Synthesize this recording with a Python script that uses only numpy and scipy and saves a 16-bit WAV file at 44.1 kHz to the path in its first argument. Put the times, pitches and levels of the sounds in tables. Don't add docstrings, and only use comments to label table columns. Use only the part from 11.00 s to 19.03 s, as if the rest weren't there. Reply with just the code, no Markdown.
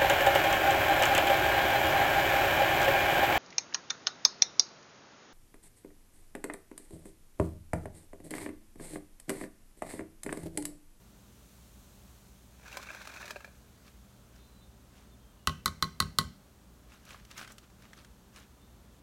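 import sys
import numpy as np
from scipy import signal
from scipy.fft import rfft, irfft, next_fast_len
from scipy.io import wavfile
from scipy.ndimage import uniform_filter1d, map_coordinates

SR = 44100
rng = np.random.default_rng(int(sys.argv[2]) if len(sys.argv) > 2 else 0)


def unload_wav(signal):
    wavfile.write(
        sys.argv[1],
        SR,
        np.round(np.clip(np.atleast_2d(signal).T, -1, 1) * 32767).astype(np.int16),
    )


N = 353914
TIME = np.arange(N) / SR


def amp(db):
    return 10 ** (np.asarray(db) / 20)


def fade(t, db, ring_s):
    return amp(db - 60 * t / ring_s)


def unit(x):
    return x / np.sqrt(np.mean(x ** 2) + 1e-20)


def along(points, hz):
    known_hz, values = np.transpose(points)
    return np.interp(np.log(hz + 1), np.log(known_hz + 1), values)


def wobble(rate):
    return map_coordinates(rng.standard_normal(int(N * rate / SR) + 4), [TIME * rate])


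def filtered(x, gain_at):
    size = next_fast_len(len(x) + 8192)
    return irfft(rfft(x, size) * gain_at(np.fft.rfftfreq(size, 1 / SR)), size)[:len(x)]


def coloured(x, colour):
    return unit(filtered(x, lambda hz: amp(along(colour, hz))))


def noise(colour, length=N):
    return coloured(rng.standard_normal(length), colour)


def add(track, start_s, sound):
    part = track[round(start_s * SR):][:len(sound)]
    part += sound[:len(part)]


def ring(tones, t, spread_db):
    return sum((-1) ** k * fade(t, db + spread_db * rng.standard_normal(), ring_s)
               * np.sin(2 * np.pi * hz * t) for k, (hz, db, ring_s) in enumerate(tones))


def pops(rate, spread_db):
    size = amp(spread_db * np.clip(rng.standard_normal(N), -2, 2))
    sign = np.sign(rng.standard_normal(N))
    return unit(size * sign * (rng.random(N) < rate / SR))


def crumbs(rate, centre_hz, octaves, cycles, spread_db):
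    count, step = int(rate * N / SR), np.arange(SR // 260)
    starts = (rng.random(count) * N).astype(int)[:, None]
    hz = np.clip(centre_hz * 2 ** (octaves * rng.standard_normal(count)), 250, 15000)[:, None]
    size = amp(spread_db * np.clip(rng.standard_normal(count), -2, 2))[:, None]
    turns = hz * step / SR
    waves = size * np.sqrt(hz) * np.exp(-turns / cycles) * np.sin(2 * np.pi * turns)
    spectrum = rfft(np.bincount((starts + step).ravel(), waves.ravel())[:N])
    smooth_power = np.abs(uniform_filter1d(np.abs(spectrum) ** 2, size=2001))
    return unit(irfft(spectrum / np.sqrt(smooth_power + 1e-12), N))


# (frequency [Hz], relative level [dB])
RUMBLE_COLOUR = [(12, -63), (20, -37), (37, -5.5), (59, 4), (88, -6), (110, -13), (197, -5), (292, -12.5),
                 (335, -15), (496, -18), (1350, -22.5), (2120, -30), (3600, -30.5), (3910, -32),
                 (15800, -40)]
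def room_rumble():
    return amp(-58.5 + .6 * wobble(6)) * noise(RUMBLE_COLOUR)


# (frequency [Hz], rms level [dB])
HUM_TONES = [(59.5, -66), (119, -67.5), (198, -73), (390, -80), (585, -80.5)]
def appliance_hum():
    return sum(amp(db + 1.9 * wobble(8.8)) * np.sqrt(2)
               * np.sin(2 * np.pi * hz * TIME + .87 * wobble(6)) for hz, db in HUM_TONES)


# (time [s], level [dB])
SIMMER_LEVELS = [(0, -67.5), (.6, -64), (1.1, -64.5), (1.5, -66.5), (3, -68.5), (4.4, -71), (6, -70.5),
                 (8, -71)]
# (frequency [Hz], relative level [dB])
FIZZ_COLOUR = [(1200, -9.5), (2300, -3.5), (4200, -1), (5000, -5), (6200, 0.5), (8500, -2.5), (10300, -5),
               (12500, -2.5), (16000, -9)]
def simmer():
    times, levels_db = np.transpose(SIMMER_LEVELS)
    loudness = amp(np.interp(TIME, times, levels_db, right=-120))
    return loudness * coloured(pops(rate=12000, spread_db=2), FIZZ_COLOUR)


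# (frequency [Hz], relative level [dB], ring time [s])
TUB_TONES = [(397, -20, 0.072), (578, -14, 0.069), (716, -14.5, 0.042), (948, -16, 0.057),
             (1290, -10.5, 0.024), (1612, -6, 0.025), (2303, -2, 0.018), (2527, -3.5, 0.027),
             (4130, -9, 0.014)]
def tub_knock(t, pitch_hz):
    tones = []
    for hz, db, ring_s in TUB_TONES:
        detune = 1 + rng.uniform(-.08, .08)
        boost_db = 11.5 / (1 + ((hz - pitch_hz) / 217) ** 2)
        tones.append((hz * detune, db + boost_db, ring_s))
    return ring(tones, t, spread_db=1.5)


def scoop_effort(dig_s, lift_s):
    before, after = np.maximum(dig_s - TIME, 0), np.maximum(TIME - lift_s, 0)
    press_db = -51 - 173 * before + 4 * (np.clip(TIME, dig_s, lift_s) - dig_s)
    release_db = np.maximum(-265 * after, -11 - 41 * after)
    jerk_db = 2.4 * wobble(110)
    return amp(press_db + release_db + jerk_db)


# (time [s], relative knock level [dB], relative tick level [dB], hollow pitch [Hz])
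SPOON_CATCHES = [(1.678, -39, -44, 1640), (1.727, -37.5, -38.5, 2500), (1.742, -34, -45, 1500),
                 (1.7696, -22.5, -27.5, 970), (1.828, -40, -37.5, 1703), (1.8715, -34, -57, 1600),
                 (1.887, -34.5, -58, 2440), (1.8905, -35, -55, 1630), (1.903, -28, -55, 1710),
                 (1.947, -30.5, -40, 1560), (2.0157, -35, -40, 1630), (2.0725, -28.5, -34.5, 1290),
                 (2.0975, -33, -56, 2340), (2.138, -40, -42, 2480), (2.1703, -36, -56, 2430),
                 (2.228, -31, -51, 1620), (2.243, -31.5, -48, 710), (2.255, -37, -36.5, 2340),
                 (2.2785, -33, -38, 1550), (2.3065, -24, -29.5, 1700), (2.347, -46, -60, 716),
                 (2.359, -27, -50, 557), (2.364, -31, -43, 1600), (2.405, -35, -47, 1270),
                 (2.445, -28, -42.5, 1600), (2.476, -39, -55, 563)]
# (frequency [Hz], relative level [dB])
TUB_COLOUR = [(150, -17), (300, -6.5), (600, -4.5), (800, -1.5), (1250, -2), (1600, 3.5), (2000, -6),
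              (2430, 0.5), (2900, -12.5), (4000, -11), (5000, -21), (5900, -14.5), (9000, -26),
              (15500, -29)]
GRIT_COLOUR = [(200, -10), (500, -6), (900, -4), (2500, -2.5), (4200, -0.5), (7000, -5.5), (11000, -14),
               (16000, -14)]
CRYSTAL_COLOUR = [(600, -7), (1500, 2), (2600, -3), (3000, -9), (4000, 1), (5000, -1), (6000, -5),
                  (10000, -11.5), (16000, -15)]
def scoop(dig_s=1.673, lift_s=2.3):
    effort, t = scoop_effort(dig_s, lift_s), np.arange(SR // 12) / SR
    grains = crumbs(rate=3000, centre_hz=3600, octaves=1.2, cycles=4, spread_db=3.5)
    powder = amp(2.5) * noise([(2000, -11), (6000, 5), (16000, 1)])
    crunch = amp(-2) * coloured(grains + powder, TUB_COLOUR)
    knocks, soft_start = np.zeros(N), 1 - np.exp(-t / .0008)
    for s, knock_db, tick_db, pitch_hz in SPOON_CATCHES:
        tick = fade(t, tick_db - 6.5, ring_s=.041) * noise(GRIT_COLOUR, len(t))
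        knock = amp(knock_db - 9.5) * tub_knock(t, pitch_hz)
        add(knocks, s, soft_start * (knock + tick))
    for s in np.linspace(dig_s, lift_s, 40) + rng.uniform(-.01, .01, size=40):
        knock = tub_knock(t, pitch_hz=rng.uniform(800, 2800))
        add(knocks, s, amp(-6.5) * effort[int(s * SR)] * soft_start * knock)
    cracks = pops(rate=170, spread_db=2)
    one_crack = fade(t, 0, ring_s=.008) * rng.standard_normal(len(t))
    crystals = amp(-11.5) * coloured(signal.fftconvolve(cracks, one_crack)[:N], CRYSTAL_COLOUR)
    return effort * (crunch + crystals) + knocks


# (time [s], length [s], start pitch [Hz], end pitch [Hz], relative level [dB])
SQUEAL_GLIDES = [(2.74, 0.12, 4650, 4780, -72), (2.76, 0.065, 1900, 2020, -69),
                 (3.36, 0.26, 4060, 4020, -68.5), (3.356, .15, 3650, 3650, -70),
                 (3.521, 0.15, 3970, 4000, -69), (3.594, 0.11, 3590, 3660, -69),
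                 (4.07, .1, 3600, 3570, -70), (4.15, 0.21, 3230, 3170, -70), (4.317, .17, 3010, 2770, -71),
                 (4.54, .1, 2680, 2690, -64), (7.593, .085, 3570, 3640, -63.5),
                 (7.663, .08, 3630, 3610, -74)]
def squeals():
    out = np.zeros(N)
    waver, flutter = 1 + .006 * wobble(150), amp(3 * wobble(55) - 4.5)
    for s, length_s, start_hz, end_hz, db in SQUEAL_GLIDES:
        progress = np.linspace(0, 1, int(length_s * SR))
        hz = (start_hz + (end_hz - start_hz) * progress) * waver[int(s * SR):][:len(progress)]
        swell = amp(db) * np.sin(np.pi * progress)
        add(out, s, swell * np.sin(2 * np.pi * np.cumsum(hz) / SR))
    return out * flutter


# (time [s], rise time [s], relative level [dB])
RUSTLE_SWELLS = [(2.865, 0.034, -66), (3.36, 0.03, -67), (3.98, 0.052, -67), (5.929, 0.039, -63.5),
                 (6.107, 0.043, -56), (6.315, 0.019, -58.5), (6.384, 0.018, -49.5), (6.43, 0.019, -55),
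                 (6.505, 0.012, -55), (6.635, 0.011, -62.5), (6.84, 0.057, -67), (6.985, 0.021, -59.5),
                 (7.379, 0.033, -58)]
# (time [s], relative level [dB], relative treble [dB], hollow pitch [Hz])
RUSTLE_SNAPS = [(2.879, -42.5, -21, 2740), (5.92, -43.5, -31, 2720), (5.94, -48, 6, 2700),
                (6.052, -43.5, -1, 2410), (6.106, -33.5, -26, 2340), (6.145, -33, -48, 1210),
                (6.199, -44, -36, 2000), (6.25, -41, -16, 2880), (6.312, -32.5, -19, 2720),
                (6.378, -28, -18, 1310), (6.392, -32, -27, 1590), (6.413, -29, -35, 1270),
                (6.428, -31.5, -27, 1450), (6.447, -33.5, -33, 1400), (6.476, -35, -17, 1530),
                (6.52, -37.5, 12, 1680), (6.582, -34.5, -15, 2600), (6.70, -49, -28, 1900),
                (6.822, -43.5, -14, 1930), (6.853, -42.5, -41, 1950), (6.932, -35.5, -26, 1940),
                (7.047, -39, -16, 1600), (7.361, -38, -13, 2540)]
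# (frequency [Hz], relative level [dB])
RUSTLE_COLOUR = [(210, -8), (350, -3), (451, -10), (563, -6), (980, -7), (1210, 0), (1650, -2),
                 (1880, -4.5), (2240, -3.5), (5030, -9.5), (5530, -8.5), (15500, -29)]
TICK_COLOUR = [(2500, -20), (7000, -3), (10000, 0), (16000, -4)]
def brushes_and_packet():
    crinkle = crumbs(rate=3000, centre_hz=3000, octaves=1.3, cycles=3, spread_db=2.5)
    snaps, effort, t = np.zeros(N), np.zeros(N), np.arange(SR // 16) / SR
    for s, db, treble_db, pitch_hz in RUSTLE_SNAPS:
        bright_db = lambda hz: (treble_db + 27) * hz ** 2 / (hz ** 2 + 4500 ** 2)
        hollow_db = lambda hz: 8 / (1 + ((hz - pitch_hz) / 260) ** 2)
        burst = filtered(noise(RUSTLE_COLOUR, len(t)), lambda hz: amp(bright_db(hz) + hollow_db(hz)))
        add(snaps, s, fade(t, db - 9, ring_s=.03) * (1 - np.exp(-t / .0003)) * unit(burst))
    for s, rise_s, db in RUSTLE_SWELLS:
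        fall_s = 1.54 * rise_s
        from_peak = np.maximum((s - TIME) / rise_s, (TIME - s) / fall_s)
        effort += amp(db) * np.exp(-from_peak ** 1.32)
    tick_gain = amp(-6.5) * (effort / effort.max()) ** .4
    ticks = tick_gain * coloured(pops(rate=1400, spread_db=10), TICK_COLOUR)
    return effort * (amp(3) * coloured(crinkle, RUSTLE_COLOUR) + ticks) + snaps


def struck(gain):
    cepstrum = irfft(np.log(gain + 1e-6))
    half = len(cepstrum) // 2
    return np.exp(rfft(np.r_[cepstrum[0], 2 * cepstrum[1:half], np.zeros(half)]))


# (frequency [Hz], relative level [dB])
CLACK_COLOUR = [(150, -22), (750, -7), (900, 4), (1020, 5), (1070, 17), (1210, 19), (1350, 15), (1400, 8),
                (1425, -4), (1455, 13), (1520, 15), (1575, 10), (1620, -5), (1790, 0), (1900, -2),
                (2150, 4), (2270, -7), (2400, -2), (2950, -1), (3180, 8), (3265, -3), (3400, 3), (3900, 8),
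                (4030, 14), (4400, 11), (4530, 6), (4710, 9), (4760, -10), (4980, 2), (5870, 5),
                (6020, -10), (6350, 2), (6520, -11), (7500, -4), (8100, -15), (8800, -3), (9800, -11),
                (11600, -3.5), (13400, -10), (16000, -22)]
# (frequency [Hz], relative level [dB], ring time [s])
RIM_TONES = [(1087, 23.5, .13), (1243, 19, .15), (1289, 17, .16), (1487, 14.5, .15), (1792, 5, .09),
             (1973, 20.5, .145), (2110, 5, .14), (3050, 14, .14), (3162, 8, .12), (4050, 18, .07),
             (4228, 12, .11), (4349, 13, .12), (4690, 11.5, .065), (5597, 5, .06), (5772, 5, .06)]
def pot_clack(hz):
    power = amp(along(CLACK_COLOUR, hz)) ** 2
    for tone_hz, db, ring_s in RIM_TONES:
        half_width_hz = np.log(1000) / (2 * np.pi * ring_s)
        power += amp(db + rng.standard_normal()) ** 2 / (1 + ((hz - tone_hz) / half_width_hz) ** 2)
    lag_at_1khz_s = .0016
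    lag = np.exp(-4j * np.pi * lag_at_1khz_s * np.sqrt(1000 * hz))
    swell = np.exp(-2j * np.arctan((hz - 4150) / 240))
    return struck(np.sqrt(power)) * lag * swell


# (frequency [Hz], relative level [dB], ring time [s])
STOVE_TONES = [(58, -52, 0.21), (84.1, -37, 0.34), (116, -54, 0.05), (157.2, -37.5, 0.36),
               (203, -35.5, 0.077), (258, -40, 0.12), (386.6, -42.5, 0.18), (191.8, -43, 0.37),
               (238, -49, 0.46)]
# (frequency [Hz], relative level [dB])
SHUDDER_COLOUR = [(30, -21), (55, 6.5), (110, 2), (190, 3), (260, -9.5), (330, -12), (520, -20),
                  (1000, -38)]
def stove_thud(t):
    shudder = fade(t, -36.5, ring_s=.34) * noise(SHUDDER_COLOUR, len(t))
    return (ring(STOVE_TONES, t, spread_db=.5) + shudder) * (1 - np.exp(-t / .0015))


# (time [s], blow [dB], hardness [dB], spoon's edge [dB],
# spoon's back [dB], push on the stove [dB], bounce delay [s], bounce [dB])
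SPOON_TAPS = [(4.4724, 0, -5.5, 3.5, -3.5, 0, 0.022, -14), (4.6583, -0.5, 0, -6, -3, -3, 0.02, -11),
              (4.8246, -1, -2.5, -1.5, 3.5, -1.5, 0.0165, -16.5), (5.0021, 0, -1, -3, 0.5, 0.5, .021, -14),
              (5.1861, 0, 1.5, 1.5, 1, 1.5, 0.025, -21)]
# (frequency [Hz], relative level [dB])
ECHO_COLOUR = [(200, -5), (700, -8), (1200, 0.5), (1750, 1), (2600, -2.5), (3300, 4.5), (4400, 11.5),
               (5000, -5), (5700, -2), (7400, 1), (8100, -1.5), (8800, 1), (11500, -1.5), (13400, -5),
               (16000, -15)]
def spoon_taps():
    rim, stove, t = np.zeros(N), np.zeros(N), np.arange(int(.6 * SR)) / SR
    hz = np.fft.rfftfreq(len(t), 1 / SR)
    edge_band = np.exp(-((hz - 2780) / 450) ** 2 / 2)
    back_band = np.exp(-((hz - 4240) / 260) ** 2 / 2)
    treble = hz ** 4 / (hz ** 4 + 5800 ** 4)
    echo_fade = (fade(t, -23, ring_s=.013)
                 + fade(t, -31.5, ring_s=.042)
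                 + fade(t, -44, ring_s=.11))
    for s, db, hard_db, edge_db, back_db, push_db, bounce_s, bounce_db in SPOON_TAPS:
        first_db = db + hard_db * treble + edge_db * edge_band + back_db * back_band
        second_db = first_db + bounce_db - 8 * treble
        for when, blow_db in ((s, first_db), (s + bounce_s, second_db)):
            echoes = rfft(echo_fade * noise(ECHO_COLOUR, len(t)))
            clack = amp(-.5) * pot_clack(hz)
            add(rim, when, irfft((clack + echoes) * struck(amp(blow_db))))
        add(stove, s, amp(push_db) * stove_thud(t))
    return rim, stove


# (frequency [Hz], ring time [s])
ROOM_RING_TIMES = [(100, 0.33), (400, 0.047), (1500, 0.39), (5000, 0.39), (10000, 0.22), (16000, 0.06)]
def room_echo(x, delay_s):
    hz, t, spectra = signal.stft(rng.standard_normal(SR // 2), SR, nperseg=256)
    ring_s = along(ROOM_RING_TIMES, hz)[:, None]
    tail = signal.istft(spectra * fade(t, 0, ring_s), SR, nperseg=256)[1]
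    late_tail = np.pad(tail / np.linalg.norm(tail), (int(delay_s * SR), 0))
    return signal.fftconvolve(x, late_tail)[:N]


def scene():
    background = room_rumble() + appliance_hum() + simmer()
    handling = scoop() + squeals() + brushes_and_packet()
    rim, stove = spoon_taps()
    # (frequency [Hz], gain [dB])
    into_room = [(600, 1.5), (1200, -22), (2500, -16), (4100, -25), (6000, -15.5), (14000, -22)]
    rim_in_room = filtered(rim, lambda hz: amp(along(into_room, hz)))
    echo = room_echo(rim_in_room + amp(-16) * handling, delay_s=.005)
    return (background + handling + rim + stove + echo)[None]


def record(dry):
    return filtered(dry[0], lambda hz: hz < 16000)[None]


dry = scene()
out = record(dry)
unload_wav(out)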